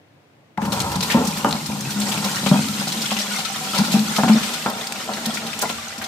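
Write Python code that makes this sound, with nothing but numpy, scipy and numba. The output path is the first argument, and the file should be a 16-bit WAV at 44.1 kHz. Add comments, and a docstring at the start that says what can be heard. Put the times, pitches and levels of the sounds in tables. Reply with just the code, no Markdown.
"""In a bare workroom, brine with fruit chunks is poured from a pot into a plastic bucket on a concrete floor.
The broken stream and thudding chunks excite the bucket's modes; trapped air plops, hums and gurgles.
Slaps, snaps and spray are shaped noise bursts, flickering hiss and tiny gliding tones.
A low noise hum fills the room, whose hard walls return an echo; two ports above hear it all."""
import sys
import numpy as np
from scipy import signal
from scipy.fft import rfft, irfft
from scipy.io import wavfile
from scipy.ndimage import uniform_filter1d
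from numba import njit

SR = 44100
rng = np.random.default_rng(int(sys.argv[2]) if len(sys.argv) > 2 else 0)


def digitize_waveform(pressure):
    """Quantize a signal to 16-bit integers and store it at the path in sys.argv[1].

    Rows of a 2-D input are taken as channels; values are limited to [-1, 1].
    """
    field = np.atleast_2d(pressure).T
    bounded = np.clip(field, -1, 1)
    quanta = np.round(bounded * 32767).astype(np.int16)
    wavfile.write(sys.argv[1], SR, quanta)


N = 267687
T = np.arange(N) / SR


def undb(db):
    """Decibels express the logarithm of an amplitude ratio; return the ratio."""
    return 10 ** (np.asarray(db) / 20)


def level(x, db):
    """Root-mean-square scaling: bring the signal's rms to a level in dB."""
    return x * undb(db) / np.sqrt(np.mean(x ** 2))


def pan(db):
    """Level-difference stereo: the gains of left and right, a given number of dB apart."""
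    return undb(np.array([db, -db]) / 2)


def decay(t, t60):
    """Exponential decay: the amplitude falls by 60 dB in t60 seconds."""
    return np.exp(-np.log(1000) * t / t60)


def colour(x, table):
    """Spectral shaping: weight each frequency by (Hz, dB) points joined on a logarithmic axis."""
    hz, db = np.transpose(table)
    f = np.maximum(np.fft.rfftfreq(N, 1 / SR), 1)
    gain = undb(np.interp(np.log(f), np.log(hz), db))
    return irfft(rfft(x) * gain, N)


def band(x, hz, width):
    """Band-pass filtering: keep a band around hz, its width in octaves, its edges kept in range."""
    edges = np.clip(hz * 2 ** (np.array([-.5, .5]) * width), 20, [19000, 20000])
    return signal.sosfilt(signal.butter(1, edges, "band", fs=SR, output="sos"), x)


def walk(rate):
    """Random modulation: levels held 1 / rate seconds and smoothed twice; spread near 1."""
    k = int(SR / rate)
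    steps = np.repeat(rng.standard_normal(N // k + 1), k)
    return 1.6 * uniform_filter1d(uniform_filter1d(steps, k), k)[:N]


@njit
def grains(start, hz, cycles, glide, left, right, n, sr):
    """Bubble resonance: short tones that slide upward and fall by a factor e in about the given cycles."""
    out = np.zeros((2, n))
    for g in range(len(start)):
        w, z = 2 * np.pi * hz[g] / sr, 1 + 0j
        fade = np.exp(-hz[g] / (cycles[g] * sr))
        size = int(5 * cycles[g] * sr / hz[g])
        for i in range(start[g], min(start[g] + size, n)):
            out[0, i] += left[g] * z.imag
            out[1, i] += right[g] * z.imag
            z *= fade * np.exp(1j * w)
            w *= 1 + glide / size
    return out


@njit
def mode(force, hz, fade, sr):
    """Driven damped resonance: a decaying rotating pointer whose pitch may move."""
    out, z = np.empty(len(force), np.complex128), 0j
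    for i in range(len(force)):
        z = z * fade * np.exp(2j * np.pi * hz[i] / sr) + force[i]
        out[i] = z
    return out


def ring(force, modes, bends):
    """Modal superposition: a force excites every mode; filling shifts their balance, bends move their pitch."""
    fill, out = (T / T[-1]) ** 0.5, 0
    for (hz, t60, empty_db, filled_db, pan_db, lead), bend in zip(modes, bends):
        tone = mode(force, hz * bend, decay(1 / SR, t60), float(SR))
        phases = np.exp(.5j * lead * np.array([[1], [-1]]))
        ports = pan(pan_db)[:, None] * (tone * phases).imag
        out = out + ports * undb(empty_db + fill * (filled_db - empty_db))
    return out / 2


# Spectrum of the room's hum.
# Each row: frequency in Hz, relative density in dB per Hz.
HUM_SPECTRUM, ROOM_DB = [(35, -45), (60, -19), (85, 9), (146, 4), (197, -6), (307, -2), (388, -8),
                         (564, -7.5), (987, -14), (1160, -18), (2080, -19), (10700, -39), (14400, -41),
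                         (15900, -33)], -51.5


def workroom():
    """Ambient noise field: a steady, mostly low hum, less alike at the two ports around 1 to 9 kHz."""
    mid, side = (colour(rng.standard_normal(N), HUM_SPECTRUM) for _ in range(2))
    side = 1.2 * band(side, 3000, 3.3)
    return level(np.array([mid + side, mid - side]), ROOM_DB)


STREAM_START_S = .575
# Course of the pour.
# Each row: time in seconds, then relative levels in dB: drumming of the base, rattle of the walls, spray.
POUR_LEVELS = [(.585, -53, -31, -65), (.63, -24, -26.5, -40), (.7, -24, -27, -41),
               (0.74, -26, -23.5, -33.5), (0.87, -26, -28, -33.5), (1.13, -27, -24.5, -31),
               (1.76, -29.5, -37, -33.5), (2.0, -27.5, -29, -30), (2.18, -28.5, -28.5, -28),
               (2.55, -22.5, -36.5, -27.5), (2.91, -28, -34.5, -29), (3.2, -32.5, -32, -28),
               (3.46, -38, -35.5, -29.5), (3.66, -30.5, -32.5, -27.5), (3.93, -23.5, -38.5, -28),
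               (4.26, -33, -33, -27), (4.91, -36.5, -36, -33.5), (5.33, -32, -36, -32),
               (5.59, -36, -37.5, -32), (5.79, -44, -41.5, -33), (6.07, -61, -41.5, -38.5)]


def stream_levels():
    """Time-varying excitation: base, wall and spray levels in dB, practically silent before the start."""
    s, *columns = np.transpose(POUR_LEVELS)
    return [np.where(T < STREAM_START_S, -200, np.interp(T, s, column)) for column in columns]


def patter(share, scatter_db):
    """Random impulse train: drops of uneven size hit at random samples; rms 1."""
    size = undb(scatter_db * rng.exponential(size=N)) * rng.standard_normal(N)
    return level(size * (rng.random(N) < share), 0)


def drumming(base_db, walls_db):
    """Random impact excitation: the force of the wobbling stream on the base and on the walls."""
    wobble = walk(22.355)
    base_drops, wall_drops = patter(.08, 1.2), patter(.08, 1.5)
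    base = base_drops * undb(base_db - 25.5 + 0.94 * wobble)
    walls = wall_drops * undb(walls_db - 27.0 + 0.65 * wobble + 1.66 * walk(40))
    return np.array([base, walls])


# Modes of the bucket's base and walls.
# Each row: frequency in Hz, t60 in seconds, relative level empty in dB, relative level filled in dB,
# left minus right in dB, phase by which left leads in radians.
BASE_MODES = [(159.6, 0.21, 1.5, -6, -1.5, .1), (203, 0.32, -5.5, -1, 0, 0.1),
              (220, 0.35, -13.5, 0, -1.5, 0.11), (267, 0.38, -12, -16.5, 7, .1),
              (315.7, 0.78, -27, -24.5, 1, .2)]
WALL_MODES = [(461.8, 0.41, -19, -13, 6, 0.48), (569.5, 0.065, -1.5, -8, 9, 0.76),
              (661, 0.025, -22, 9, 8, 0.55), (780, 0.066, -12, 7, 3, 0.63),
              (848, 0.052, 1, -1.5, 9.5, 1.27), (941.3, 0.064, 3.5, 1, -1.5, 1.22),
              (1024, 0.035, 3.5, 0.5, -2.5, 1.2), (1220, 0.032, -4, 0, -7, 1.6),
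              (1350, 0.035, -9, 4, -9.5, 1.3)]
# Pitch drift of all base modes together, as a reference hum.
# Each row: time in seconds, pitch in Hz.
BASE_HUM = [(.6, 211), (1, 205.3), (1.7, 210.5), (2.1, 208.4), (2.4, 197.5), (2.7, 205.8), (3.3, 205),
            (3.9, 211), (4.3, 212.5), (5.3, 217), (6.07, 213.6)]
HUM_REST_HZ = 211  # the reference pitch at which the base modes are unbent
# Sinking mode: starting pitch, the pitch it tends to, rate of sinking per second squared, decay.
SAG_HZ, SAG_END_HZ, SAG_PER_S2, SAG_T60_S = 200, 59.4, 0.437, 0.26
# Strength of the sinking mode.
# Each row: time in seconds, gain over the drumming force in dB.
SAG_GAIN = [(.6, -18), (1.3, -17), (1.9, -3.5), (2.4, -17), (2.7, -18), (6.07, -19)]


def bucket(stream, blows):
    """Mass-loaded resonance: base and walls ring, and one stream-driven mode sinks as liquid weighs on it."""
    base_force, walls_force = stream + blows
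    drift = np.interp(T, *np.transpose(BASE_HUM)) / HUM_REST_HZ
    # the sloshing liquid bends each mode separately
    base = ring(base_force, BASE_MODES, [drift + 0.017 * walk(7) for _ in BASE_MODES])
    walls = ring(walls_force, WALL_MODES, [1 + 0.016 * walk(11) for _ in WALL_MODES])
    poured_s = np.maximum(T - STREAM_START_S, 0)
    sag_hz = SAG_END_HZ + (SAG_HZ - SAG_END_HZ) / (1 + SAG_PER_S2 * poured_s ** 2)
    sag = mode(stream[0], sag_hz, decay(1 / SR, SAG_T60_S), float(SR)).imag
    sag = sag * undb(np.interp(T, *np.transpose(SAG_GAIN)))
    return base + sag + walls


# Spectrum given to both hiss and fizz, after dulling and before their levels are set.
# Each row: frequency in Hz, relative weight in dB.
SPRAY_SPECTRUM = [(710, -13), (1200, -12), (1370, -8), (1680, -10), (1770, -8.5), (3570, 0.5), (8390, 4.5),
                  (10300, 0.5), (13900, 4.5), (15000, -8), (15900, -26)]
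DULLING_DB = -4.5  # tilt per octave about 3500 Hz, reached at the end


def dulling(progress, hz):
    """Spectral tilt: deeper liquid sounds duller; progress runs from 0 to 1."""
    return undb(DULLING_DB * progress * np.log2(hz / 3500))


def spray(spray_db, count=11000):
    """Modulated noise and bubble resonance: hiss flickers band by band under a wash of tiny bubbles."""
    hiss, gush = 0, walk(16)
    for hz in 1200 * 2 ** np.arange(0, 4, .5):
        mid, left, right = (band(rng.standard_normal(N), hz, 0.64) / np.sqrt(hz) for _ in range(3))
        flicker = undb(0.82 * gush + 0.59 * walk(30))
        hiss = hiss + flicker * dulling(T / T[-1], hz) * (0.3 * mid + np.array([left, right]))
    hiss = level(colour(hiss, SPRAY_SPECTRUM), -0.21)
    when, pitch, life, side, luck = rng.random((count, 5)).T
    hz = 1100 * 2 ** (3.1 * pitch)
    # a few bubbles are much louder, by 14 dB at most
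    size = undb(np.minimum(-2.8 * np.log(luck), 14)) * dulling(when, hz)
    left, right = size * np.cos(2.39 * side), size * np.sin(2.5 * side)
    start, cycles = (when * N).astype(np.int64), 3 + 30 * life ** 4
    fizz = grains(start, hz, cycles, .04, left, right, N, float(SR))
    fizz = level(colour(fizz, SPRAY_SPECTRUM), -1.3)
    clumps = undb(1.8 * walk(35) + 0.71 * gush)
    return (hiss + clumps * fizz) * undb(spray_db - 2.0)


def gurgle(base_db, count=700):
    """Bubble resonance: air dragged under by the stream comes up as low, gliding bubbles."""
    when, pitch, life, strength = rng.random((count, 4)).T
    size = undb(12 * strength - 4.0 * pitch)
    start, hz = (when * N).astype(np.int64), 150 * 2 ** (2.4 * pitch ** 1.3)
    rising = grains(start, hz, 3.7 + 5 * life, 0.414, size, size, N, float(SR))
    return level(rising, -38.0) * undb(base_db)


SHUDDER_HZ, SHUDDER_OCTAVES = 72, 0.83
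JOLT_DB, JOLT_T60_S = -21, 0.17  # relative to a blow's base level
# Rumble under the stream.
# Each row: time in seconds, relative level in dB.
RUMBLE_LEVEL = [(0.6, -40), (0.78, -32.5), (1.09, -41), (1.88, -52), (2.4, -62), (2.72, -63), (3.43, -57),
                (3.71, -57), (6.07, -50)]


def shudder():
    """Narrow-band random vibration: the bucket rumbles on the floor under the stream and after each blow."""
    def rumble():
        once = band(rng.standard_normal(N), SHUDDER_HZ, SHUDDER_OCTAVES)
        return band(once, SHUDDER_HZ, SHUDDER_OCTAVES)

    mid, side = rumble(), rumble()
    blows = np.zeros(N)
    blows[[int(row[0] * SR) for row in LANDINGS]] = [undb(row[1] + JOLT_DB) for row in LANDINGS]
    jolts = signal.lfilter([1], [1, -undb(-60 / (JOLT_T60_S * SR))], blows)
    steady = undb(np.interp(T, *np.transpose(RUMBLE_LEVEL)) + 0.88 * walk(15.0))
    gain = steady * (T > STREAM_START_S) + jolts
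    # almost the same at both ports
    ports = np.array([1.1 * mid + 0.15 * side, 1.3 * mid - 0.12 * side])
    return level(ports, 12.1) * gain


# Slaps of liquid on liquid.
# Each row: start in seconds, relative level in dB, colour in Hz, left minus right in dB, t60 in seconds,
# rms of the broad crackle before the row's level in dB.
SLAPS = [(0.5754, -15.5, 1900, 9, 0.026, -41), (0.6192, -17.5, 1570, 4, 0.07, -20),
         (0.653, -20.5, 3700, 2, 0.067, -3), (0.721, -6.5, 4070, 3, 0.066, -8.5),
         (0.802, -5.5, 4200, 1.5, 0.05, -11), (0.818, -5, 7560, -2, 0.018, -19),
         (0.914, -16, 4280, -0.5, 0.073, -6), (0.9562, -6.5, 4170, -2, 0.036, -11),
         (1.0073, -1, 4380, 4, 0.031, -24), (1.026, -5, 4000, 0, 0.085, -15),
         (1.0997, -5.5, 2000, 0, 0.21, -26), (1.115, -3.5, 3100, 1, 0.059, -25),
         (1.25, -8, 6040, 0, 0.042, -17), (1.2707, -5, 5200, -2, 0.059, -20),
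         (1.3725, -16, 4350, -4, 0.067, -2), (1.4462, -16, 1430, -1, 0.036, -5),
         (1.487, -11, 6950, 2, 0.044, -22), (1.5099, -4, 3930, -1, 0.024, -25),
         (1.527, 2, 4040, 3, 0.013, -39), (1.66, -8.5, 4770, 2, 0.049, -15),
         (1.808, -6, 6037, 4, 0.029, -31), (1.9023, -16, 4300, -1, 0.14, -8),
         (2.001, -4.5, 7600, 2, 0.032, -32), (2.0128, -8, 3680, 0, 0.1, -23),
         (2.085, -11, 5740, 3, 0.065, -24), (2.1172, -8, 3200, 5, 0.058, -8),
         (2.1772, -9.5, 2480, 4, 0.03, -2), (2.243, -7, 4300, -1, 0.098, -19),
         (2.3137, -15, 5100, -3, 0.053, -11), (2.3587, -6, 5300, 1, 0.029, -18),
         (2.461, -5.5, 3050, 7.5, 0.072, -18), (2.487, -5.5, 3700, -3, 0.05, -23),
         (2.684, -10, 3900, 5, 0.02, -13), (2.8747, -10, 4260, 0, 0.13, -23),
         (2.9206, -6.5, 4030, 1, 0.07, -25), (3.0178, -6.5, 4600, 0, 0.07, -20),
         (3.057, -7, 3230, 3, 0.056, -17), (3.108, -7.5, 3060, 2, 0.13, -26),
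         (3.168, -7, 2640, 6, 0.053, -27), (3.1901, -9.5, 4200, 3, 0.16, -38),
         (3.3858, -10, 4070, 3, 0.11, -37), (3.4497, -8.5, 4000, 7, 0.068, -31),
         (3.745, -9.5, 3770, 0, 0.3, -28), (3.7802, -2.5, 4430, 4, 0.065, -23),
         (3.8436, -13, 3800, -1, 0.16, -17), (3.915, -9, 4060, 1, 0.23, -17),
         (3.994, -7, 4040, 13, 0.019, -28), (4.1603, -6, 3860, 2, 0.083, -11),
         (4.234, -9, 1430, -3, 0.06, -22), (4.2826, -7.5, 2400, 1, 0.13, -21),
         (4.429, -12.5, 2880, 2, 0.18, -26), (4.5335, -11, 4180, 4, 0.081, -13),
         (4.698, -14.5, 5000, 0, 0.022, 10), (4.8141, -12, 3600, 1, 0.026, -11),
         (4.87, -5.5, 4630, 1, 0.029, -24), (4.9232, -8.5, 7000, -2, 0.023, -16),
         (5.136, -8.5, 4200, 1, 0.039, -28), (5.1697, -13, 1920, -1, 0.068, -32),
         (5.2574, -5, 3870, -3, 0.03, 1), (5.3404, -10.5, 5140, 0, 0.13, -30),
         (5.372, -10.5, 2200, 2, 0.057, -14), (5.4663, -11, 3520, -3, 0.055, -13),
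         (5.531, -12.5, 2400, 9, 0.059, -30), (5.59, -6.5, 7000, -1, 0.035, -14),
         (5.6148, -6.5, 6500, 1, 0.052, 1), (5.6953, -10, 3250, 1, 0.072, -15),
         (5.9797, -13.5, 5000, 0, 0.053, -17), (6.0146, -14.5, 1720, -1, 0.13, -16),
         (6.04, -9.5, 3900, 0, 0.061, -36)]
TICK_DB = -8.5  # first tick, relative to the slap's level


def splats(rows):
    """Transient plus decaying noise: a first tick, then a crackle, partly broad, partly at one colour."""
    out, size = np.zeros((2, N + SR)), SR // 6
    t = T[:size]
    for s, slap_db, hz, pan_db, t60, broad_db in rows:
        noise = rng.standard_normal((3, size)) * undb(2 * rng.exponential(size=size))
        noise = 0.073 * noise[0] + noise[1:]
        gathered = level(band(noise, hz, 0.94), -11.0)
        broad = level(band(noise, 5240, 7.9), broad_db) * (1 - np.exp(-t / 0.01))
        burst = (gathered + broad) * decay(t, max(t60, .01)) * (1 - np.exp(-t / 0.0029))
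        i = int(s * SR)
        out[:, i:i + size] += undb(slap_db) * pan(pan_db)[:, None] * burst
    s, slap_db, hz, pan_db, *_ = np.transpose(rows)
    left, right = undb(slap_db + TICK_DB) * pan(pan_db)
    start, cycles = (s * SR).astype(np.int64), np.full(len(s), 3.5)
    ticks = grains(start, hz, cycles, 0.27, left, right, N, float(SR))
    return out[:, :N] + ticks


# First sharp contact of the crisper gobs.
# Each row: start in seconds, relative level in dB, colour in Hz.
SNAPS = [(0.576, -25, 859), (0.618, -15.5, 853), (0.653, -15, 853), (0.803, -10, 4270), (1.373, -15, 1340),
         (1.446, -8, 848), (2.686, -13, 3580), (3.188, -12.5, 4250), (4.233, -14, 794), (4.662, -13, 1000),
         (4.923, -13.5, 2350), (5.693, -16, 2750)]
CRACK_T60_S, CRACK_OCTAVES = .014, 1.3


def cracks():
    """Impulsive noise: a sudden broad snap that dies within a few milliseconds."""
    out, t = np.zeros((2, N)), T[:SR // 40]
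    for s, db, hz in SNAPS:
        noise = rng.standard_normal((3, len(t)))
        ports = noise[0] + 1.15 * noise[1:]  # partly shared by both ports
        snap = level(band(ports, hz, CRACK_OCTAVES), db - 6.0)
        out[:, int(s * SR):][:, :len(t)] += snap * decay(t, CRACK_T60_S)
    return out


# Chunks and heavy gobs landing.
# Each row: start in seconds, relative base level in dB, relative walls level in dB, base colour in Hz,
# walls colour in Hz, tumbling t60 in seconds, large pocket over base level in dB.
LANDINGS = [(0.578, -24.5, -22.5, 211, 862, 0.094, 3), (0.623, -24, -33, 213, 860, 0.073, -4),
            (0.652, -28, -31, 226, 870, 0.16, -18), (0.721, -22, -28, 214, 555, 0.16, -7),
            (0.804, -20, -31, 149, 1080, 0.39, 1.5), (0.957, -18.5, -46, 203, 536, 0.061, -31),
            (1.144, -11, -18, 245, 552, 0.12, -15), (1.171, -18, -23, 250, 475, 0.067, 4),
            (1.183, -27, -25, 253, 477, 0.092, -6), (1.206, -17, -22.5, 240, 455, .12, -6),
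            (1.24, -22, -36, 201, 510, .13, -14), (1.276, -26, -35, 206, 594, 0.092, 2.5),
            (1.374, -29, -52, 200, 1330, 0.085, -4), (1.446, -17, -15.5, 243, 848, 0.3, -9),
            (1.547, -23.5, -24.5, 217, 990, 0.064, -9), (1.69, -22.5, -34, 203, 870, 1, 1.5),
            (2.432, -19.5, -30, 195, 616, .15, -19), (2.463, -17.5, -20.5, 210, 830, 0.12, -9),
            (2.514, -7.5, -14.5, 191.3, 598, 0.11, 5), (2.538, -37, -24, 200, 830, 0.068, -8),
            (2.557, -35, -27, 230, 810, 0.14, -19), (2.589, -20, -31, 178.7, 960, 0.098, 4),
            (2.656, -29, -39, 215, 1310, 0.073, -10), (2.691, -22.5, -44, 190, 1350, 0.068, -18),
            (2.815, -32, -24, 190, 804, 0.072, -4), (2.871, -25.5, -27, 178, 865, 0.11, 3.5),
            (3.117, -24, -24.5, 220, 780, 0.073, -3), (3.387, -37, -35, 183, 830, 0.15, 9),
            (3.742, -37, -26.5, 220, 1450, 1, -12), (3.788, -14.5, -24.5, 205, 830, 0.086, -3),
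            (3.939, -20, -25, 207, 730, 0.16, -16), (4.183, -18.5, -16, 233, 817, 0.13, -4),
            (4.234, -13.5, -19.5, 215, 754, 0.13, 2), (4.277, -23, -26, 220, 900, 0.15, -8),
            (4.294, -16, -23, 222, 640, 0.14, -6), (4.354, -25, -27, 226, 460, 0.15, -8),
            (4.41, -21, -38, 221, 463, 0.23, -25), (4.659, -21.5, -22, 220, 970, 0.26, -9),
            (5.091, -40, -28, 192, 670, 0.043, -19), (5.267, -30, -38, 226, 537, 0.064, -7),
            (5.504, -48, -57, 205, 1340, 0.27, -5), (5.627, -29, -20, 147, 1006, 0.11, -3),
            (5.654, -28.5, -29, 210, 795, 0.03, -12), (5.697, -34, -29.5, 249, 1070, 0.1, -7),
            (5.981, -32, -43, 253, 780, 0.69, -15)]


def thuds():
    """Impact excitation: a blow favours modes near its colour; the piece tumbles and liquid closes over it."""
    force, tumble = np.zeros((2, N)), patter(.04, 1.5)
    for s, base_db, walls_db, base_hz, walls_hz, t60, _ in LANDINGS:
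        i = int(s * SR)
        t = T[:min(SR // 2, N - i)]
        after = tumble[i:i + SR // 2] * decay(t, max(t60, .01))
        blow = 1. * (np.arange(len(after)) == 0)
        on_base = band(2.1 * blow + undb(-31) * after, base_hz, 0.69)
        on_walls = band(0.64 * blow + undb(-22.5) * after, walls_hz, 2.46)
        force[0, i:i + len(after)] += undb(base_db) * on_base
        force[1, i:i + len(after)] += undb(walls_db) * on_walls
    return force


SMALL_POCKET_DB = 0.5  # over the walls level


def plops():
    """Closing-cavity resonance: each landing opens a large and a small air pocket, both rising in pitch."""
    s, base_db, walls_db, base_hz, walls_hz, _, gulp_db = np.transpose(LANDINGS)
    start = (s * SR).astype(np.int64)
    large, small = undb([base_db + gulp_db, walls_db + SMALL_POCKET_DB])
    gulp = grains(start, .85 * base_hz, 3.9 + 0 * s, 0.915, large, large, N, float(SR))
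    # the small pocket sounds 130 samples later
    return gulp + grains(start + 130, .95 * walls_hz, 8.4 + 0 * s, 0.222, small, small, N, float(SR))


# Short hums at the bucket's pitch: hollows opened by chunks, and brief swells of the stream's hum.
# Each row: start in seconds, held time in seconds, starting pitch in Hz, starting level in dB (relative).
HUMS = [(.623, 0.021, 204, -19), (.676, 0.016, 192, -20), (1.145, 0.018, 225, -5.5), (1.17, .009, 247, -9),
        (1.196, 0.026, 235, -12), (1.272, 0.0196, 205, -17.5), (1.365, .035, 205, -26),
        (1.24, 0.021, 214, -19.5), (1.4462, .004, 870, -2), (1.689, 0.065, 206, -23.5),
        (1.96, 0.13, 200, -25), (2.17, 0.052, 198, -23), (2.241, 0.069, 194, -21), (2.514, 0.018, 212, -13),
        (2.535, 0.011, 220, -8), (2.955, 0.027, 206, -27.5), (3.279, 0.077, 200, -26.5),
        (3.79, 0.03, 207, -12.5), (3.94, 0.029, 207, -6), (3.98, 0.054, 208, -14.5),
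        (4.069, 0.055, 214, -23), (4.237, 0.027, 210, -4.5), (4.294, 0.053, 211, -5.5),
        (4.354, 0.027, 220, -12.5), (5.266, .036, 217, -20), (5.629, 0.011, 764, -16)]
HUM_ONSET_S, HUM_STOP_S = 0.002, 0.00097  # time constants
HUM_RISE, HUM_FADE_DB = 0.046, -3  # fraction of pitch, and dB, over the held time


def hums():
    """Sustained resonance: a short tone holds, fading and rising a little, then stops abruptly."""
    out, t = np.zeros(N), T[:SR // 8]
    for s, length, hz, db in HUMS:
        onset = 1 - np.exp(-t / HUM_ONSET_S)
        stop = np.exp(-np.maximum(t - length, 0) / HUM_STOP_S)
        tone = np.sin(2 * np.pi * hz * t * (1 + HUM_RISE * t / length / 2))
        out[int(s * SR):][:len(t)] += undb(db + HUM_FADE_DB * t / length) * onset * stop * tone
    return out


# Single clear bubbles.
# Each row: start in seconds, pitch in Hz, life in cycles, relative level in dB.
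CLEAR_BUBBLES = [(1.447, 567, 8, -17), (1.447, 1220, 8.6, -13), (1.468, 276, 4, -17),
                 (1.483, 270, 2.9, -21), (2.516, 620, 5.7, -16), (3.2, 600, 8.5, -29),
                 (3.382, 780, 14, -28), (3.452, 1313, 30, -26.5), (3.5, 776, 13, -24.5),
                 (3.558, 1284, 18, -29), (3.612, 755, 28, -28.5), (3.67, 764, 25, -31.5),
                 (3.735, 1313, 25, -22.5), (3.782, 970, 11, -23), (3.95, 770, 27, -23.5),
                 (4.165, 1270, 16, -21.5), (4.662, 990, 20, -33), (4.735, 3570, 25, -28),
                 (4.81, 3590, 22, -29), (4.845, 780, 57, -34.5), (5.088, 698, 7, -26),
                 (5.255, 3260, 21, -26), (5.372, 2270, 22, -30), (5.375, 1385, 26, -27)]
BUBBLE_RISE = 0.054  # pitch glide over a bubble's whole tone, as a fraction


def bubbles():
    """Bubble resonance: trapped air rings clearly and rises a little."""
    s, hz, cycles, db = np.transpose(CLEAR_BUBBLES)
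    start = (s * SR).astype(np.int64)
    return grains(start, hz, cycles, BUBBLE_RISE, undb(db + 1.5), undb(db - 0.5), N, float(SR))


ROOM_T60_S, ECHO_DB = 0.71, -10


def echo(x):
    """Diffuse reverberation: hard walls return a dense, decaying tail, different at each port."""
    t = T[:SR // 2]
    tail = rng.standard_normal((2, len(t))) * decay(t, ROOM_T60_S) * (t > .006)
    tail = band(tail, 3350, 2.6)
    tail /= np.sqrt(np.sum(tail ** 2, axis=1, keepdims=True))
    return undb(ECHO_DB) * signal.fftconvolve(x.mean(0)[None], tail, axes=1)[:, :N]


def scene():
    """Linear superposition: bucket and liquid, their echo, and the room."""
    base_db, walls_db, spray_db = stream_levels()
    stream = bucket(drumming(base_db, walls_db), thuds()) + gurgle(base_db) + spray(spray_db) + shudder()
    tones = plops() + hums() + bubbles()
    pour = stream + tones + splats(SLAPS) + cracks()
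    return pour + echo(pour) + workroom()


# Colour difference between the two ports.
# Each row: frequency in Hz, left minus right in dB.
PORT_COLOUR = [(100, 2), (200, 3), (380, -3.5), (700, -2.5), (1290, 4), (2380, 4), (4400, 2), (8120, -2.5),
               (15000, -1)]
BASS_CUT_HZ, TOP_HZ = 144.7, 15500


def record(dry):
    """Filtering and soft saturation: bass is cut, peaks are rounded, the ports are coloured, top is cut."""
    dry = signal.sosfilt(signal.butter(3, BASS_CUT_HZ, "high", fs=SR, output="sos"), dry)
    dry = 1.1 * np.tanh(dry / 1.1)
    ports = [colour(x, [(hz, sign * db / 2) for hz, db in PORT_COLOUR]) for x, sign in zip(dry, (1, -1))]
    return signal.sosfilt(signal.ellip(10, .2, 80, TOP_HZ, fs=SR, output="sos"), ports)


dry = scene()
out = record(dry)
digitize_waveform(out)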